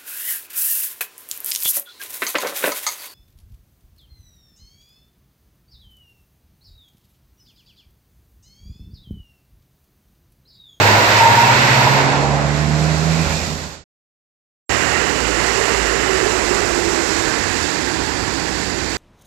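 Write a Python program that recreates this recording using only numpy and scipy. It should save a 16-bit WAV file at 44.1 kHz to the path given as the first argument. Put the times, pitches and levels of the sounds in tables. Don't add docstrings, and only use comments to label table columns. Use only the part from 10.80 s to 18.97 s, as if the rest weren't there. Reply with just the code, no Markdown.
import sys
import numpy as np
from scipy import signal
from scipy.fft import rfft, irfft, next_fast_len
from scipy.io import wavfile
from scipy.ndimage import uniform_filter1d

SR = 44100
rng = np.random.default_rng(int(sys.argv[2]) if len(sys.argv) > 2 else 0)


def elevation(decibels):
    levels = np.asarray(decibels, float)
    return 10 ** (levels / 20)


def int16_out(signal):
    q = np.round(np.clip(np.atleast_2d(signal).T, -1, 1) * 32767)
    wavfile.write(sys.argv[1], SR, q.astype(np.int16))


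N = 360297
LONG = next_fast_len(N)
TIME, FREQ = np.arange(N) / SR, np.fft.rfftfreq(LONG, 1 / SR)


def columns(table):
    times, *values = np.transpose(table)
    return [np.interp(TIME, times, value) for value in values]


def over_hz(table):
    hz, value = np.transpose(table)
    return np.interp(np.log(FREQ + 1), np.log(hz), value)


def span(table, edge_s=0.099):
    inside_s = np.minimum(TIME - table[0][0], table[-1][0] - TIME)
    return np.clip(inside_s / edge_s + 1, 0, 1)


def bell(at_s, width_s):
    return np.exp(-((TIME - at_s) / width_s) ** 2)


def glides(rows):
    return [[(s, a_hz, db), (s + length, b_hz, db)] for s, length, a_hz, b_hz, db in rows]


def wave(spectrum):
    return irfft(spectrum, LONG)[..., :N]


def walk(rate):
    x = wave(rfft(rng.standard_normal(LONG)) * np.exp(-(FREQ / rate) ** 2))
    return x / x.std()


def tone(hz, db, rough, width_hz):
    wander = walk(width_hz) + 1j * walk(width_hz)
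    waver = np.sqrt(1 - rough) + np.sqrt(rough / 2) * wander
    turning = np.exp(2j * np.pi * np.cumsum(hz) / SR)
    return np.sqrt(2) * elevation(db) * np.real(waver * turning)


def orders(table, multiples, roughs):
    hz, *order_db = columns(table)
    lines = sum(tone(k * hz, db, rough, 6) for k, db, rough in zip(multiples, order_db, roughs))
    return span(table, .12) * lines


def knock(hz, depth):
    gain = np.exp(depth * np.cos(2 * np.pi * np.cumsum(hz) / SR))
    return gain / np.sqrt(np.mean(gain ** 2))


def ports(x, other, left_db, lead, like):
    ratio = elevation(left_db)
    balance = 2 / np.sqrt(1 + ratio ** 2 + 2 * ratio * like)
    mixed = like * x + np.sqrt(1 - like ** 2) * other
    left = mixed * ratio * np.exp(1j * lead * np.arctan(FREQ / 90))
    return np.array([left, x]) * balance


# (frequency [Hz], correlation [-1 to 1])
PORT_LIKENESS = [(60, 0.77), (250, 0.96), (600, 0.5), (900, 0.75), (1300, -0.2), (1800, -0.14),
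                 (2150, -0.43), (2500, 0.72), (3300, .02)]
# (frequency [Hz], width [Hz], level [dB])
PORT_PEAKS = [(1217, 69, -2.5), (1970, 100, 2), (2640, 170, 2), (3174, 580, -3.5), (4000, 150, 0),
              (4580, 350, 0.5), (6100, 500, -1), (7500, 600, 3.5), (12640, 540, -3), (14270, 1200, 0),
              (20, 28, -6)]


def wash(colour, left_db, lead, edges_hz, levels_db, flicker_db, rate):
    a, b = rfft(rng.standard_normal((2, LONG)))
    peaks_db = sum(db * np.exp(-((FREQ - hz) / width) ** 2) for hz, width, db in PORT_PEAKS)
    like = np.clip(over_hz(PORT_LIKENESS), -.99, .99)
    both = ports(a, b, left_db, lead, like) * elevation(over_hz(colour) + peaks_db)
    steps = [1] + [1 / (1 + (hz / (FREQ + 1)) ** 8) for hz in edges_hz[1:]] + [0]
    bands = []
    for k, db in enumerate(levels_db):
        part = both * (steps[k] - steps[k + 1])
        middle = part.mean(axis=0)[FREQ > edges_hz[0]]
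        rms = np.sqrt(2 * np.sum(abs(middle) ** 2)) / LONG
        bands.append(wave(part) / rms * elevation(db + flicker_db * walk(rate)))
    return bands


def exhaust(table, order_db, rough, width_hz):
    hz = columns(table)[0]
    lines = sum(tone(k * hz, db, min(rough * k, 1), width_hz) for k, db in enumerate(order_db, 1))
    growl_db = np.max(order_db, axis=0) - 22
    for j, k in enumerate(range(len(order_db) + 1, 11)):
        lines = lines + tone(k * hz, growl_db - 2.3 * j, 0.49, 12)
    left = elevation(np.interp(TIME, (0.98, 1.2), (-1.5, -11.5)))
    return span(table) * lines * np.array([left, np.ones(N)]) * 2 / (1 + left)


# (time [s], half firing rate [Hz], firing level [dB])
FAR_COACH = [
    (0, 60.6, -35),
    (.4, 61.25, -32),
    (.6, 62.6, -23),
    (1.05, 66.8, -20.5),
    (1.65, 72.5, -22),
    (1.95, 76.1, -19),
    (2.4, 81.3, -20),
    (2.55, 81.05, -38),
    (3.04, 78.6, -48),
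]


def far_coach():
    hz, db = columns(FAR_COACH)
    loudest_half_db, shut_half_db = -27, -61
    half_db = np.clip(loudest_half_db - 10.5 * (71.1 - hz), shut_half_db, loudest_half_db)
    order_db = [half_db, db]
    pipe_hz, pipe_width_hz, pipe_db = 285, 21, 6.5
    for k, under_db in ((3, -13), (4, -16)):
        lift_db = pipe_db * np.exp(-((k * hz - pipe_hz) / pipe_width_hz) ** 2)
        order_db.append(db + under_db + lift_db)
    ninth = tone(9 * hz, db - 17, .3, 8.8) * np.exp(-((9 * hz - 687) / 40) ** 2)
    return exhaust(FAR_COACH, order_db, .015, 6) + ninth


# (time [s], firing rate [Hz], firing level [dB])
NEAR_COACH = [
    (0, 103.9, -22),
    (.3, 106.2, -24.5),
    (.7, 113.1, -26.5),
    (1, 116.8, -22.5),
    (1.2, 118.2, -32),
    (1.4, 116.4, -49),
]


def near_coach():
    db = columns(NEAR_COACH)[1]
    return exhaust(NEAR_COACH, [db, db - 9], .03, 6)


# (time [s], pitch [Hz], level [dB])
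HOWL = [
    (0, 900, -20),
    (.15, 920, -14),
    (.28, 938, -23.5),
    (.45, 928, -10.5),
    (.7, 919, -15),
    (.84, 937.7, -25),
    (1.0, 947.5, -17.5),
    (1.3, 919, -23),
    (1.68, 813, -38),
]
# (frequency [Hz], level [dB per Hz])
ENGINE_COLOUR = [(18, -59), (30, -38.5), (111, -9.5), (164, -23.5), (370, -7.5), (750, -5), (924, -4.5),
                 (1110, -8.5), (2630, -10.5), (7300, -25), (10000, -37), (15600, -24)]
# (frequency [Hz], level [dB])
DULL_LEFT = [(60, -11), (250, -5), (600, -3.5), (900, -4), (1800, -4.5), (2500, -7.5), (3500, -1.5),
             (4500, -6), (6000, -1), (6800, -10), (7050, -70.5), (8200, -68), (8500, -15), (14000, -22.5)]
# (level [dB], loss with distance [dB/s], cover reached [s], loss behind cover [dB/s])
ENGINE_LAYERS = [
    (-14.5, 3.5, 1.636, 120),
    (-17, 1.66, 1.183, 49),
    (-31.5, 3, 1.13, 71),
]


def near_engine_bay():
    howl_hz, howl_db = columns(HOWL)
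    howl_hz = howl_hz * (1 + .016 * walk(6))
    levels_db = []
    for db, away, cover_s, hidden in ENGINE_LAYERS:
        levels_db.append(db - away * TIME - hidden * np.maximum(TIME - cover_s, 0))
    levels_db[0] = levels_db[0] - 3
    edges_hz = (150, 1200, 8500)
    roar, clatter, fan = wash(ENGINE_COLOUR, over_hz(DULL_LEFT), .2, edges_hz, levels_db, 0.86, 7.2)
    clatter = knock(columns(NEAR_COACH)[0], 0.058) * clatter
    shared = tone(howl_hz, howl_db, 0.8, 60)
    howl = [0.58 * shared + 0.67 * tone(howl_hz, howl_db, 0.95, 62) for _ in range(2)]
    return span(HOWL, 0.1) * np.array(howl) + roar + clatter + fan


# (time [s], firing rate [Hz], firing level [dB])
LORRY_REVS = [
    (3.9, 59.4, -46),
    (4.2, 59.3, -40),
    (4.47, 57.5, -27.5),
    (4.75, 56.6, -36.5),
    (5.1, 55.93, -29.5),
    (5.4, 53.78, -37),
    (5.8, 50.4, -35),
    (6.1, 48.74, -40),
    (6.6, 45.72, -43),
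]
# (time [s], level [dB])
BED_BOOMS = [
    (4.3, -38),
    (4.87, -33),
    (5.12, -29),
    (5.42, -26),
    (5.77, -26),
    (6.099, -27),
    (6.42, -37),
]


def lorry():
    hz, db = columns(LORRY_REVS)
    boom = elevation(-41) + sum(elevation(boom_db) * bell(s, 0.11) for s, boom_db in BED_BOOMS)
    low = tone(hz, db, .03, 6) + tone(2 * hz, -39, .2, 6)
    bed = tone(7 * hz, 0, .4, 18) + tone(8 * hz, -8, .5, 12) + tone(8.1 * hz, -4, 0.81, 37)
    return span(LORRY_REVS, 0.13) * (low + boom * bed)


# (time [s], firing rate [Hz], level [dB])
VAN_REVS = [
    (3.9, 77.8, -34.5),
    (4.35, 76, -38),
    (4.7, 75, -59),
    (6.2, 69.1, -36),
    (6.5, 69, -50),
]


def van():
    table = [(s, hz, db, db - 7.5) for s, hz, db in VAN_REVS]
    return orders(table, (1, 2), (.05, .3))


# (start [s], length [s], first pitch [Hz], last pitch [Hz], level [dB])
IDLING = [
    (6.5, .33, 91, 90.5, -33),
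    (7, 1.2, 98, 91, -41),
    (7, 1.2, 63, 59, -39),
    (7.5, .5, 140, 137, -41),
    (7.45, .45, 183, 185, -38),
]


def idlers():
    return sum(orders(table, [1], [.12]) for table in glides(IDLING))


def tread_song(rows, share_db, width_hz):
    song = 0
    for table in glides(rows):
        hz, db = columns(table)
        song = song + span(table, 0.2) * tone(hz, db + share_db, 0.91, width_hz)
    return song


# (start [s], length [s], first pitch [Hz], last pitch [Hz], level [dB])
QUEUE_TREADS = [
    (3.9, 0.303, 1834, 1853, -18),
    (4.6, .8, 1913, 1814, -19),
    (5.6, .6, 1804, 1800, -27),
    (6.45, .2, 1728, 1694, -21),
    (6.75, .3, 1750, 1700, -23),
    (7.1, 1.1, 1711, 1783, -27.5),
    (3.9, 1.6, 2820, 2830, -24),
    (6.6, 1.6, 4750, 4605, -30),
]


def queue_treads():
    return tread_song(QUEUE_TREADS, -10.5, 330)


# (start [s], length [s], first pitch [Hz], last pitch [Hz], level [dB])
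SCOOTER_WHINE = [
    (2.35, .35, 2400, 2484, -31),
]


def scooter():
    return tread_song(SCOOTER_WHINE, -4.5, 316)


# (start [s], length [s], first pitch [Hz], last pitch [Hz], level [dB])
STREET_HUMS = [
    (1.9, 1.2, 206, 200, -42),
    (2.4, .7, 55.5, 56.5, -37),
    (1.75, 1.3, 412, 397, -36),
    (2.45, .4, 155, 152, -27),
]


def distant_engines():
    return sum(orders(table, [1], [.4]) for table in glides(STREET_HUMS))


# (frequency [Hz], level [dB per Hz])
STREET_COLOUR = [(18, -52.5), (30, -24), (71, -11.5), (113, -13.5), (158, -7.5), (281, -12.5), (394, -18.5),
                 (485, -15), (552, -13), (1110, -18), (7240, -30), (9150, -45.5), (15000, -39)]
# (level [dB], rise as a vehicle nears [dB])
STREET_LAYERS = [
    (-28.5, 2.5),
    (-27, -1),
    (-35, 7),
    (-64, 18),
]


def street_road(left_db):
    nearness = np.interp(TIME, (1.76, 2.65), (0, 1))
    levels_db = [db + rise * nearness for db, rise in STREET_LAYERS]
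    edges_hz = (30, 500, 3000, 11500)
    rumble, tyres, spray, mist = wash(STREET_COLOUR, left_db, 0.058, edges_hz, levels_db, 0.69, 11)
    return rumble + tyres + knock(columns(FAR_COACH)[0], .07) * (spray + mist)


# (time [s], level [dB])
QUEUE_LEVEL = [
    (3.9, 0.3),
    (4.15, .5),
    (4.4, -1),
    (4.8, 0),
    (5.2, -0.5),
    (5.75, -0.5),
    (6.05, -1.5),
    (6.55, -1.5),
    (7.2, -3),
    (8.17, -4.5),
]
# (frequency [Hz], level [dB per Hz])
EARLY_QUEUE_COLOUR = [(18, -35), (30, -24.5), (59, -6.5), (88, -14), (114, -13), (219, -9.5), (380, -4.5),
                      (577, -8.5), (1230, -6.5), (1970, -9), (3600, -13), (7300, -12.5), (9000, -25),
                      (15600, -26)]
# (frequency [Hz], level [dB per Hz])
LATE_QUEUE_COLOUR = [(18, -38), (30, -10), (55, -5.5), (219, -6.5), (300, -1), (468, -6), (577, -11),
                     (877, -6.5), (1270, -10), (1520, -8.5), (2560, -12), (7300, -15.5), (8770, -27.5),
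                     (15600, -32.5)]
# (level [dB], share of queue level [ratio], share of splash [ratio])
WET_LAYERS = [
    (-27, 0.61, 0.14),
    (-23.5, 1.64, 0.035),
    (-28, 0.9, 1.24),
    (-53, 0.88, .8),
]
# (time [s], width [s], swell [dB])
PUDDLES = [
    (4.25, 0.14, -0.3),
    (4.78, 0.19, 1),
    (5.72, 0.093, 0),
    (6.1, 0.54, 1),
    (6.35, 0.14, 1.5),
    (6.85, .15, 1.5),
    (7.82, .08, 0.5),
]


def queue_road(left_db):
    splash_db = sum(db * bell(s, width_s) for s, width_s, db in PUDDLES)
    queue_db = columns(QUEUE_LEVEL)[0]
    levels_db = [db + away * queue_db + wet * splash_db for db, away, wet in WET_LAYERS]
    edges_hz = (150, 600, 3000, 11000)
    early = sum(wash(EARLY_QUEUE_COLOUR, left_db, -.9, edges_hz, levels_db, 0.42, 30))
    late = sum(wash(LATE_QUEUE_COLOUR, left_db, -.9, edges_hz, levels_db, 0.42, 30))
    turn = np.interp(TIME, (5.56, 7.26), (0, np.pi / 2))
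    return (early * np.cos(turn) + late * np.sin(turn)) * knock(columns(VAN_REVS)[0], 0.072)


def first_take():
    left_db = over_hz(DULL_LEFT) - 3 + 2.5 / (1 + (FREQ / 250) ** 2)
    far = wave(ports(rfft(distant_engines() + scooter(), LONG), 0, left_db, 0.101, 0.84))
    mix = far_coach() + near_coach() + near_engine_bay() + far + street_road(left_db)
    return mix * np.interp(TIME, (2.453, 3.049), (1, 0))


# (frequency [Hz], level [dB])
BLOCKED_LEFT = [(60, -11.5), (120, -17), (250, -31), (400, -37), (700, -35), (1000, -46), (1300, -44),
                (2000, -57), (4000, -62), (6000, -75)]


def second_take():
    left_db = over_hz(BLOCKED_LEFT)
    lines = lorry() + van() + idlers() + queue_treads()
    return wave(ports(rfft(lines, LONG), 0, left_db, -1.2, 1.0)) + queue_road(left_db)


def scene():
    return first_take() * (TIME < 3.04) + second_take() * (TIME > 3.8937)


# (time [s], top [Hz])
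TREBLE_TOP = [(0, 15600), (1.26, 15300), (1.3, 12700), (1.8, 13700), (2.35, 14500), (2.6, 15000),
              (3.9, 15500)]


def thin_treble(x):
    hz, s, cells = signal.stft(x, SR, nperseg=2048)
    hz = hz[:, None]
    group = uniform_filter1d(abs(cells) ** 2, size=11, axis=1)
    usual = uniform_filter1d(uniform_filter1d(group, size=60, axis=1), size=9, axis=2)
    # share of the neighbours' power, and level under the whole sound [dB]
    share, under_db = np.array([[[1.1]], [[.68]]]), np.array([[[-50]], [[-31]]])
    whole = group.mean(axis=1, keepdims=True).max(axis=0) * elevation(under_db) ** 2
    beside = share * np.clip((hz - 7500) / 3500, 0, 1) * usual
    bar = np.maximum(beside, whole * (hz > 7000))
    bar[0, (hz[:, 0] > 7000) & (hz[:, 0] < 8300)] = np.inf
    top_hz = np.interp(s, *np.transpose(TREBLE_TOP)) - 350 * np.floor(rng.exponential(.7, len(s)))
    kept = cells * (group > bar) * (hz < top_hz)
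    return signal.istft(kept, SR, nperseg=2048)[1][:, :N]


def low_pass(x):
    return signal.sosfilt(signal.butter(12, 16050, fs=SR, output="sos"), x)


def record(dry):
    peak = .95
    held = peak * np.tanh(dry / peak)
    mix = thin_treble(held)
    return low_pass(mix)


dry = scene()
out = record(dry)
int16_out(out)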